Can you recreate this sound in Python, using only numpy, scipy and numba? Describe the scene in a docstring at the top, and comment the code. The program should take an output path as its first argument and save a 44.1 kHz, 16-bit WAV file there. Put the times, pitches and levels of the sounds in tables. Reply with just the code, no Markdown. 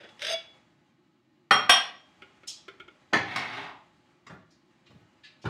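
"""A small, bright kitchen with a low ventilation drone, where every knock rings in the room.
First a ceramic bowl is pulled, clinking, out of a stack, then set down on a stone counter in two hard blows.
The raised stack taps together, lands on a cupboard shelf and is pushed back; last, a wooden door is swung shut.
Knocks are noise bursts with decaying sine modes; rubbing, cloth and drone are coloured noise.
Each source has its own balance of direct and room sound; a limiter at the microphone holds the loudest peaks."""
import sys
import numpy as np
from scipy import signal
from scipy.fft import rfft, irfft
from scipy.io import wavfile
from scipy.ndimage import uniform_filter1d
from numba import njit

SR = 44100
rng = np.random.default_rng(int(sys.argv[2]) if len(sys.argv) > 2 else 0)


def master_out(mix):
    """Clip the mix to full scale and print it as 16-bit PCM to the path in sys.argv[1]."""
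    frames = np.transpose(np.atleast_2d(mix))
    ceiling = np.clip(frames, -1, 1)
    pcm = np.round(ceiling * 32767).astype(np.int16)
    wavfile.write(sys.argv[1], SR, pcm)


N = 242435
TIME = np.arange(N) / SR  # whole scene [s]
AGE = np.arange(32768) / SR  # time since a hit [s]

# kitchen reverberation: (frequency [Hz], t60 [s])
ROOM_T60 = [(100, 0.68), (400, 0.45), (1500, 0.4), (4000, 0.4), (8000, 0.28), (14000, 0.16)]
# ventilation drone spectrum: (frequency [Hz], level [dB])
DRONE = [(30, -20), (60, -14.5), (80, -14), (130, 10), (240, 9), (360, 11.5), (440, -21.5), (700, -15),
         (1200, -17), (2200, -29), (4000, -17.5), (8000, -44), (15000, -36)]
DRONE_DB = -67.5
# microphone: limiter ceiling [linear] and upper band edge [Hz]
CEILING, TOP_HZ = .56, 15700

# clothes rustle with pulling, turning, reaching up, turning back: (middle [s], half length [s], level [dB])
MOVES = [(0.059, .55, -63.5), (2.182, 0.44, -69), (3.348, .75, -68), (5.158, 0.76, -74)]
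STILL_DB = -77.5  # rustle while standing still
# cloth spectrum: (frequency [Hz], level [dB])
RUSTLE_COLOUR = [(200, 2), (700, 4), (2000, 1), (4000, -7.5), (7000, -14), (10000, -25), (15000, -39)]
# soft steps: (time [s], level [dB])
STEPS = [(4.321, -52.5), (4.382, -72), (4.893, -57), (4.943, -54.5), (4.992, -60)]
# step thud spectrum: (frequency [Hz], level [dB])
STEP_THUD = [(40, -30), (90, -0.5), (140, -1), (260, -10.5), (700, -22), (2000, -38), (6000, -58)]
# short swishes of movement, heard mostly as room sound:
# (time [s], level [dB], low edge [Hz], high edge [Hz])
SWISHES = [(2.47, -38, 3300, 6900), (4.502, -68, 4380, 5750), (4.856, -62.5, 2540, 3800),
           (5.232, -50.5, 1800, 4160), (5.414, -58.5, 2360, 5560)]

# the sprung hinge clicks as the door moves: (time [s], level [dB])
HINGE_CLICKS = [(4.265, -53.5), (4.862, -70.5), (4.902, -70.5)]
# hinge modes: (frequency [Hz], level [dB], t60 [s], cluster spread [Hz])
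HINGE_MODES = [(1140, 0.5, 0.079, 35), (1970, 0.5, .06, 40), (2880, -15, 0.03, 48), (3770, -9, 0.059, 37),
               (5050, -9, .07, 56), (5750, -16, 0.046, 60), (7360, -14.5, 0.081, 41)]
# hinge contact spectrum: (frequency [Hz], level [dB])
HINGE_CRACK = [(200, 0), (900, 1.5), (2000, 2), (4000, -7), (7500, -12), (10000, -31), (15000, -38)]
HINGE_RING_DB, HINGE_CONTACT_S = -4.5, .005

# the wooden door is caught and finally shut:
# (time [s], level [dB], tilt [dB per octave], ring [dB], contact [s])
DOOR_KNOCKS = [(4.296, -46.5, 1, 2, 0.0064), (5.441, -39, -4.5, -7, 0.0027),
               (5.451, -33.5, 0.5, 5.5, 0.0054), (5.473, -44, 1.5, -17.5, 0.0012)]
# cabinet box modes: (frequency [Hz], level [dB], t60 [s], cluster spread [Hz])
CABINET_MODES = [(115, -14.5, 0.13, 1.8), (161, -16, 0.3, 6.3), (258, -24, 0.39, 15),
                 (376.4, -16.5, 0.26, 15)]
# door contact spectrum: (frequency [Hz], level [dB])
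CABINET_CRACK = [(29, -39), (50, -24), (154, 4.5), (217, -9), (403, -12), (473, -14), (1600, -11),
                 (2470, -26), (4690, -37.5), (12000, -60.5), (15600, -94), (22000, -120)]

# the stack lands on the shelf: (time [s], level [dB], tilt [dB per octave], ring [dB], contact [s])
LANDINGS = [(3.127, -33.5, -5, -14.5, 0.0025), (3.132, -20.5, 2.5, -9, 0.0034),
            (3.360, -31, 5.5, -18, 0.0018)]
# loaded shelf modes: (frequency [Hz], level [dB], t60 [s], cluster spread [Hz])
SHELF_MODES = [(98, -10, 0.47, 10), (255, -6, .45, 5.4), (305, -5.5, .43, 7.2), (799, -5.5, 0.39, 21),
               (1254, -2, 0.098, 45), (2060, -21, 0.35, 28)]
# shelf contact spectrum: (frequency [Hz], level [dB])
SHELF_CRACK = [(29, -44), (50, -27), (98, -15), (180, -12), (280, 1), (518, -10), (778, -3), (1110, -5),
               (1840, -7), (2280, -11), (2600, -14.5), (3400, -19), (6660, -36), (15000, -68.5)]
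# the stack is pushed along the shelf in shoves: (start [s], end [s], level [dB])
SHOVES = [(3.275, 3.51, -40.5), (3.344, 3.396, -34.5), (3.527, 3.651, -39.5)]
# grind of the foot on the shelf: (frequency [Hz], level [dB])
PUSH_COLOUR = [(35, -64), (60, -38), (97, -14.5), (264, -9), (296, -10.5), (364, -7.5), (549, -18.5),
               (705, -4.5), (948, -2.5), (1680, -7), (1920, -4), (3040, -12.5), (3560, -11.5), (4300, -20),
               (14000, -53)]
SHOVE_ATTACK_S, SHOVE_RELEASE_S = 0.029, 0.02
# as the slide slows, the foot judders and the shelf sings
JUDDER_START_S, JUDDER_END_S, JUDDER_HZ, JUDDER_DB = 3.6, 3.697, 842, -45.5

# the nested bowls rock against each other as the stack is raised: (time [s], level [dB], ring [dB])
TAPS = [(2.219, -53.5, -5.5), (2.432, -60.5, -6), (2.680, -49.5, -4), (2.798, -55, 1), (2.878, -60.5, 0.5)]
# nested bowls and the air between them: (frequency [Hz], level [dB], t60 [s], cluster spread [Hz])
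NESTED_MODES = [(382, -8, 0.1, 26), (1349, 2, 0.058, 54), (2220, -1, 0.065, 48), (3104, -2.5, 0.041, 100),
                (3480, -10, 0.1, 69)]
# tap contact spectrum: (frequency [Hz], level [dB])
TAP_CRACK = [(150, -6.5), (380, 6), (800, -5), (1400, 1.5), (2400, 6), (4000, -7), (6500, -15.5),
             (12000, -31.5)]
TAP_TILT_DB, TAP_CONTACT_S = -1.5, 0.0035

# the lifted bowl drags and catches on the stack: (time [s], level [dB], contact [s])
CLINKS = [(0.0, -55.5, 0.0094), (0.028, -51, 0.015), (0.088, -60, 0.0046), (0.193, -54.5, 0.0022),
          (0.219, -42, .0014), (0.248, -44.5, 0.0034), (0.267, -40, 0.0017), (0.293, -40.5, 0.003),
          (0.313, -44.5, 0.0018), (0.324, -44.5, 0.0022)]
# stacked bowls, modes crowded into clusters: (frequency [Hz], level [dB], t60 [s], cluster spread [Hz])
STACK_MODES = [(1350, -13, .2, 30), (2265, -9, .3, 15), (2790, -7, .2, 35), (3402, 5, .36, 0),
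               (3465, -11, .18, 0), (3768, -14, .1, 70), (4740, -4, .17, 25), (5065, -7, .15, 15),
               (6320, -6, .1, 35), (8090, -21, .06, 120), (8980, -18, .06, 180), (10200, -22, .06, 160),
               (11950, -26, .06, 300)]
# glaze on glaze: (frequency [Hz], level [dB])
STACK_CRACK = [(150, -28), (500, 4), (1050, -8), (1500, 9), (2800, 10), (3900, 10), (4400, -4), (5000, 7),
               (6500, -6.5), (7300, -18), (8300, -8), (10300, -16.5), (15000, -31)]
# the pull lasts from the moment the bowl starts to slide until it comes free
PULL_S, FREE_S = .22, .328
# wedged in the stack the bowl is damped; it rings more as it comes free
WEDGED_RING_DB, FREE_RING_DB = -16, 5
# a sharp catch is bright; its tilt [dB per octave] drops with each doubling of the contact time
SHARP_CONTACT_S, SHARP_TILT_DB, DULLING_DB = .0015, 1, 2.5
# glaze rubs on glaze throughout the pull; level ahead of the room
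RUB_DB, RUB_ATTACK_S, RUB_RELEASE_S = -43, 0.01, 0.0059
# air between the bowls: its resonance rises and strengthens as the gap opens
GAP_SHUT_HZ, GAP_OPEN_HZ, GAP_SHUT_DB, GAP_OPEN_DB = 568, 659, -39, -24.5
# each catch pumps that air a moment later
PUMP_LAG_S, PUMP_WIDTH_S = .018, 0.0074

# the bowl's foot meets the counter, one edge and then the other:
# (time [s], level [dB], tilt [dB per octave], ring [dB], contact [s])
SET_DOWN = [(1.5083, -15, -1, -9, 0.0022), (1.6935, -14, 2.55, -4.5, 0.0027)]
# single bowl modes: (frequency [Hz], level [dB], t60 [s], cluster spread [Hz])
BOWL_MODES = [(2004, -15, .3, 0), (3220, 0, .46, .5), (5564, -7, .38, 1.5), (5612, -13, .3, 6),
              (7790, -28, .24, 60), (8230, -28, .18, 40), (8690, -27, .18, 40), (9060, -27, .18, 70),
              (9620, -27, .15, 70), (10160, -26, .17, 20), (11950, -38, .13, 50)]
# ceramic on stone: (frequency [Hz], level [dB])
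COUNTER_CRACK = [(50, -40), (120, -21), (280, -10), (460, -12), (590, -3), (760, -3), (950, -1), (1250, 2),
                 (1750, -3), (2500, -7.5), (3400, -9), (4600, -20), (6000, -26), (7200, -38), (9500, -30),
                 (15000, -47)]


def undb(db):
    """Decibels to gain."""
    return 10 ** (np.asarray(db) / 20)


def unit(x):
    """Scale to rms 1."""
    return x / np.sqrt(np.mean(x ** 2))


def unit_hit(x):
    """Scale a hit to the energy of 50 ms at rms 1."""
    return x / np.sqrt(np.sum(x ** 2) / (.05 * SR))


def at_hz(points, hz):
    """Read (Hz, value) points on a log-frequency axis."""
    points = np.array(points)
    return np.interp(np.log(hz + 1), np.log(points[:, 0]), points[:, 1])


def through(x, response):
    """Convolve, keeping the length."""
    return signal.fftconvolve(x, response)[:len(x)]


def colour(x, points, tilt_db=0):
    """Minimum-phase filter through (Hz, dB) points, tilted by dB per octave about 1 kHz."""
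    size = 4096
    hz = np.fft.rfftfreq(size, 1 / SR)
    octaves = np.log2(np.maximum(hz, points[0][0]) / 1000)
    gain = undb(at_hz(points, hz) + tilt_db * octaves)
    # folding the cepstrum forward makes the filter causal
    cepstrum = irfft(np.log(gain))
    cepstrum[1:size // 2] *= 2
    cepstrum[size // 2 + 1:] = 0
    return through(x, irfft(np.exp(rfft(cepstrum))))


def fade(t60):
    """Exponential decay, 60 dB down after t60 seconds."""
    return np.exp(-np.log(1000) * AGE / max(t60, 1e-3))


def swell(middle_s, half_s):
    """A smooth rise and fall around one moment."""
    return np.exp(-((TIME - middle_s) / half_s) ** 2)


def stroke(start_s, end_s, attack_s, release_s):
    """Envelope of a stroke: builds up to its start, holds, dies away after its end."""
    before = np.maximum(start_s - TIME, 0)
    after = np.maximum(TIME - end_s, 0)
    return np.exp(-before / attack_s - after / release_s)


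def add(out, s, x):
    """Mix x in at time s."""
    start = max(int(s * SR), 0)
    out[start:start + len(x)] += x[:max(N - start, 0)]


def kitchen(direct_db, early_db=-3, early_t60=0.048):
    """Path to the microphone: direct sound, quick reflections off counter and cabinets, a diffuse tail."""
    hz = np.fft.rfftfreq(len(AGE), 1 / SR)
    noise = rfft(rng.standard_normal(len(AGE)))
    centres = np.array(ROOM_T60)[:, 0]
    tail = 0
    # overlapping bands, each dying at its own rate
    for (_, t60), share in zip(ROOM_T60, np.eye(len(ROOM_T60))):
        band = at_hz(np.column_stack([centres, share]), hz)
        tail = tail + irfft(noise * band) * fade(t60)
    early = undb(early_db) * rng.standard_normal(len(AGE)) * fade(early_t60)
    path = (tail + early) * (1 - fade(0.004))  # the room answers gradually
    path = path / np.sqrt(np.sum(path ** 2))
    path[0] += undb(direct_db)
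    return path


def contact(seconds):
    """Force of a contact: it builds up over the given time, then lets go."""
    u = AGE / max(seconds, 2e-4)
    return u * np.exp(-u)


def burst(points, tilt_db, seconds, path):
    """Contact chatter: a brief spray of noise shaped by the contact force, heard through the room."""
    spray = rng.standard_normal(len(AGE)) * contact(seconds)
    return unit_hit(through(colour(spray, points, tilt_db), path))


def ringing(modes, count=6):
    """Free decay of each mode; an uneven shape splits it into a cluster of close partials."""
    rings = []
    for hz, _, t60, spread_hz in modes:
        partials = hz + spread_hz * rng.standard_normal((count, 1))
        phases = rng.uniform(0, 2 * np.pi, (count, 1))
        cluster = np.sin(2 * np.pi * partials * AGE + phases).sum(axis=0)
        rings.append(unit(cluster * fade(t60)))
    return rings


def blows(events, modes, crack, direct_db, near_db=8):
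    """Each blow cracks at the contact and rings the object's modes; its tilt brightens or dulls both."""
    out, rings = np.zeros(N), ringing(modes)
    hz, mode_db = np.transpose(modes)[:2]
    octaves = np.log2(hz / hz[np.argmax(mode_db)])  # counted from the strongest mode
    for s, db, tilt_db, ring_db, seconds in events:
        path = kitchen(direct_db)
        build_up = np.cumsum(contact(seconds))  # the modes gather energy while the contact lasts
        hit = burst(crack, tilt_db, seconds, path)
        gains = undb(ring_db + mode_db + tilt_db * octaves)
        for gain, mode in zip(gains, rings):
            tone = mode * build_up
            # the ring is also heard directly, clear of the room
            hit = hit + gain * unit_hit(through(tone, path) + undb(near_db) * tone)
        add(out, s, undb(db) * hit)
    return out


def friction(points, grain_db, grain_hz):
    """Rubbing: noise whose strength jumps with each slip over the surface."""
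    count = N // 10
    slips = np.cumsum(rng.exponential(1 / grain_hz, count))
    strengths = undb(grain_db * rng.standard_normal(count + 1))
    strength = strengths[np.searchsorted(slips, TIME)]
    return unit(colour(rng.standard_normal(N) * strength, points))


def ventilation():
    """Steady low drone: noise coloured towards the low humming bands."""
    return undb(DRONE_DB) * unit(colour(rng.standard_normal(N), DRONE))


def movement(swish_s=0.0062):
    """Steps and swishes are short noise bursts; clothes rustle as friction that swells with each move."""
    cloth = friction(RUSTLE_COLOUR, grain_db=2, grain_hz=120)
    effort = undb(STILL_DB) + sum(undb(db) * swell(s, half_s) for s, half_s, db in MOVES)
    out = through(cloth * effort, kitchen(direct_db=-16.0))
    for s, db in STEPS:
        thud = burst(STEP_THUD, tilt_db=0.5, seconds=0.015, path=kitchen(direct_db=14))
        add(out, s, undb(db) * thud)
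    for s, db, low_hz, high_hz in SWISHES:
        band = [(low_hz / 2, -32), (low_hz, 0), (high_hz, -2), (2 * high_hz, -27), (3 * high_hz, -50)]
        swish = burst(band, tilt_db=0, seconds=swish_s, path=kitchen(direct_db=-19.0))
        add(out, s, undb(db) * swish)
    return out


def hinge():
    """The sprung hinge clicks: brief contacts ring its small, quickly damped modes."""
    events = [(s, db, 0, HINGE_RING_DB, HINGE_CONTACT_S) for s, db in HINGE_CLICKS]
    return blows(events, HINGE_MODES, HINGE_CRACK, direct_db=-0.5)


def door():
    """The wooden door knocks on the cabinet and rings the low modes of its box."""
    return blows(DOOR_KNOCKS, CABINET_MODES, CABINET_CRACK, direct_db=-3)


def shelf_landing():
    """The stack lands in the cupboard: each blow rings the loaded shelf, its crack more room than direct."""
    return blows(LANDINGS, SHELF_MODES, SHELF_CRACK, direct_db=-3)


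def shelf_slide():
    """The foot of the stack grinds over the shelf in shoves, then judders in a narrow band."""
    grind = friction(PUSH_COLOUR, grain_db=5, grain_hz=400)
    shoves = [undb(db) * stroke(start, end, SHOVE_ATTACK_S, SHOVE_RELEASE_S) for start, end, db in SHOVES]
    grind = grind * np.max(shoves, axis=0)
    band = [(JUDDER_HZ / 2, -35), (JUDDER_HZ * 0.66, -14), (JUDDER_HZ, 0),
            (JUDDER_HZ * 1.74, -12), (JUDDER_HZ * 2, -26), (JUDDER_HZ * 10, -60)]
    judder = friction(band, grain_db=4, grain_hz=200)
    judder = judder * undb(JUDDER_DB) * stroke(JUDDER_START_S, JUDDER_END_S, attack_s=0.035, release_s=0.0084)
    return through(grind + judder, kitchen(direct_db=-20.0))


def nested_taps():
    """Raised bowls tap each other, ringing the damped modes of the nest and the air inside it."""
    events = [(s, db, TAP_TILT_DB, ring_db, TAP_CONTACT_S) for s, db, ring_db in TAPS]
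    return blows(events, NESTED_MODES, TAP_CRACK, direct_db=4)


def opening(s):
    """How far the bowl is out of the stack: 0 wedged, 1 free."""
    return np.clip((s - PULL_S) / (FREE_S - PULL_S), 0, 1)


def gap_air(rough=.3, hoot_t60=0.1):
    """Air trapped between the bowls hoots after each catch, rising in pitch as the gap opens."""
    pumping = sum(swell(s + PUMP_LAG_S, PUMP_WIDTH_S) * undb(db) for s, db, _ in CLINKS)
    pumping = pumping / pumping.max()
    # once the bowl is free the hoot dies away by itself
    last_s = CLINKS[-1][0] + PUMP_LAG_S
    pumping = np.maximum(pumping, stroke(last_s, last_s, PUMP_WIDTH_S, hoot_t60 / np.log(1000)))
    gap = opening(TIME)
    hz = GAP_SHUT_HZ + (GAP_OPEN_HZ - GAP_SHUT_HZ) * np.sin(gap * np.pi / 2)
    strength = undb(GAP_SHUT_DB + (GAP_OPEN_DB - GAP_SHUT_DB) * gap)
    flutter = unit(uniform_filter1d(rng.standard_normal(N), size=250))
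    hoot = np.sin(2 * np.pi * np.cumsum(hz) / SR)
    tone = pumping * strength * (1 + rough * flutter) * hoot
    # the room leaves the overall level as it was
    return unit(through(tone, kitchen(direct_db=17))) * np.std(tone)


def stack_rub(ring_db=-1):
    """Glaze sticks and slips on glaze; the slips ring the bowls more as the gap opens."""
    rub = friction(STACK_CRACK, grain_db=4, grain_hz=600)
    rub = rub * undb(RUB_DB) * stroke(PULL_S, FREE_S, RUB_ATTACK_S, RUB_RELEASE_S)
    bowls = sum(undb(mode[1]) * ring for mode, ring in zip(STACK_MODES, ringing(STACK_MODES)))
    ring = unit(through(rub * opening(TIME), bowls)) * np.std(rub)
    return through(rub + undb(ring_db) * ring, kitchen(direct_db=5.0))


def catches():
    """Catches of the lifted bowl: the longer the contact the duller, the freer the bowl the more ring."""
    events = []
    for s, db, seconds in CLINKS:
        tilt_db = SHARP_TILT_DB - DULLING_DB * np.log2(seconds / SHARP_CONTACT_S)
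        ring_db = WEDGED_RING_DB + (FREE_RING_DB - WEDGED_RING_DB) * opening(s)
        events.append((s, db, tilt_db, ring_db, seconds))
    return blows(events, STACK_MODES, STACK_CRACK, direct_db=9.5)


def bowl_set_down():
    """The bowl's foot strikes the stone counter edge by edge; the hard contact rings the single bowl."""
    return blows(SET_DOWN, BOWL_MODES, COUNTER_CRACK, direct_db=-2.5)


def scene():
    """Bowls, cupboard and the moving person over the drone of the room."""
    pull = catches() + stack_rub() + gap_air()
    counter = bowl_set_down()
    cupboard = nested_taps() + shelf_landing() + shelf_slide() + door() + hinge()
    background = movement() + ventilation()
    return (pull + counter + cupboard + background)[None]


@njit
def follow(size, attack, release):
    """Level follower: quick to rise, slower to fall."""
    out, e = np.empty(len(size)), 0.
    for i in range(len(size)):
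        e += (size[i] - e) * (attack if size[i] > e else release)
        out[i] = e
    return out


def record(dry, bass_hz=65, attack_s=.002, release_s=.02):
    """A small microphone without deep bass; a limiter ducks the hardest blows and what slips past saturates."""
    bass_cut = signal.butter(4, bass_hz, "high", fs=SR, output="sos")
    x = signal.sosfilt(bass_cut, dry[0])
    level = follow(np.abs(x), 1 / (attack_s * SR), 1 / (release_s * SR))
    x = x * np.minimum(1, CEILING / (level + 1e-9))
    x = x / (1 + (x / CEILING) ** 6) ** (1 / 6)  # saturation
    top_cut = signal.ellip(8, .2, 70, TOP_HZ, fs=SR, output="sos")
    return signal.sosfilt(top_cut, x)[None]


dry = scene()
out = record(dry)
master_out(out)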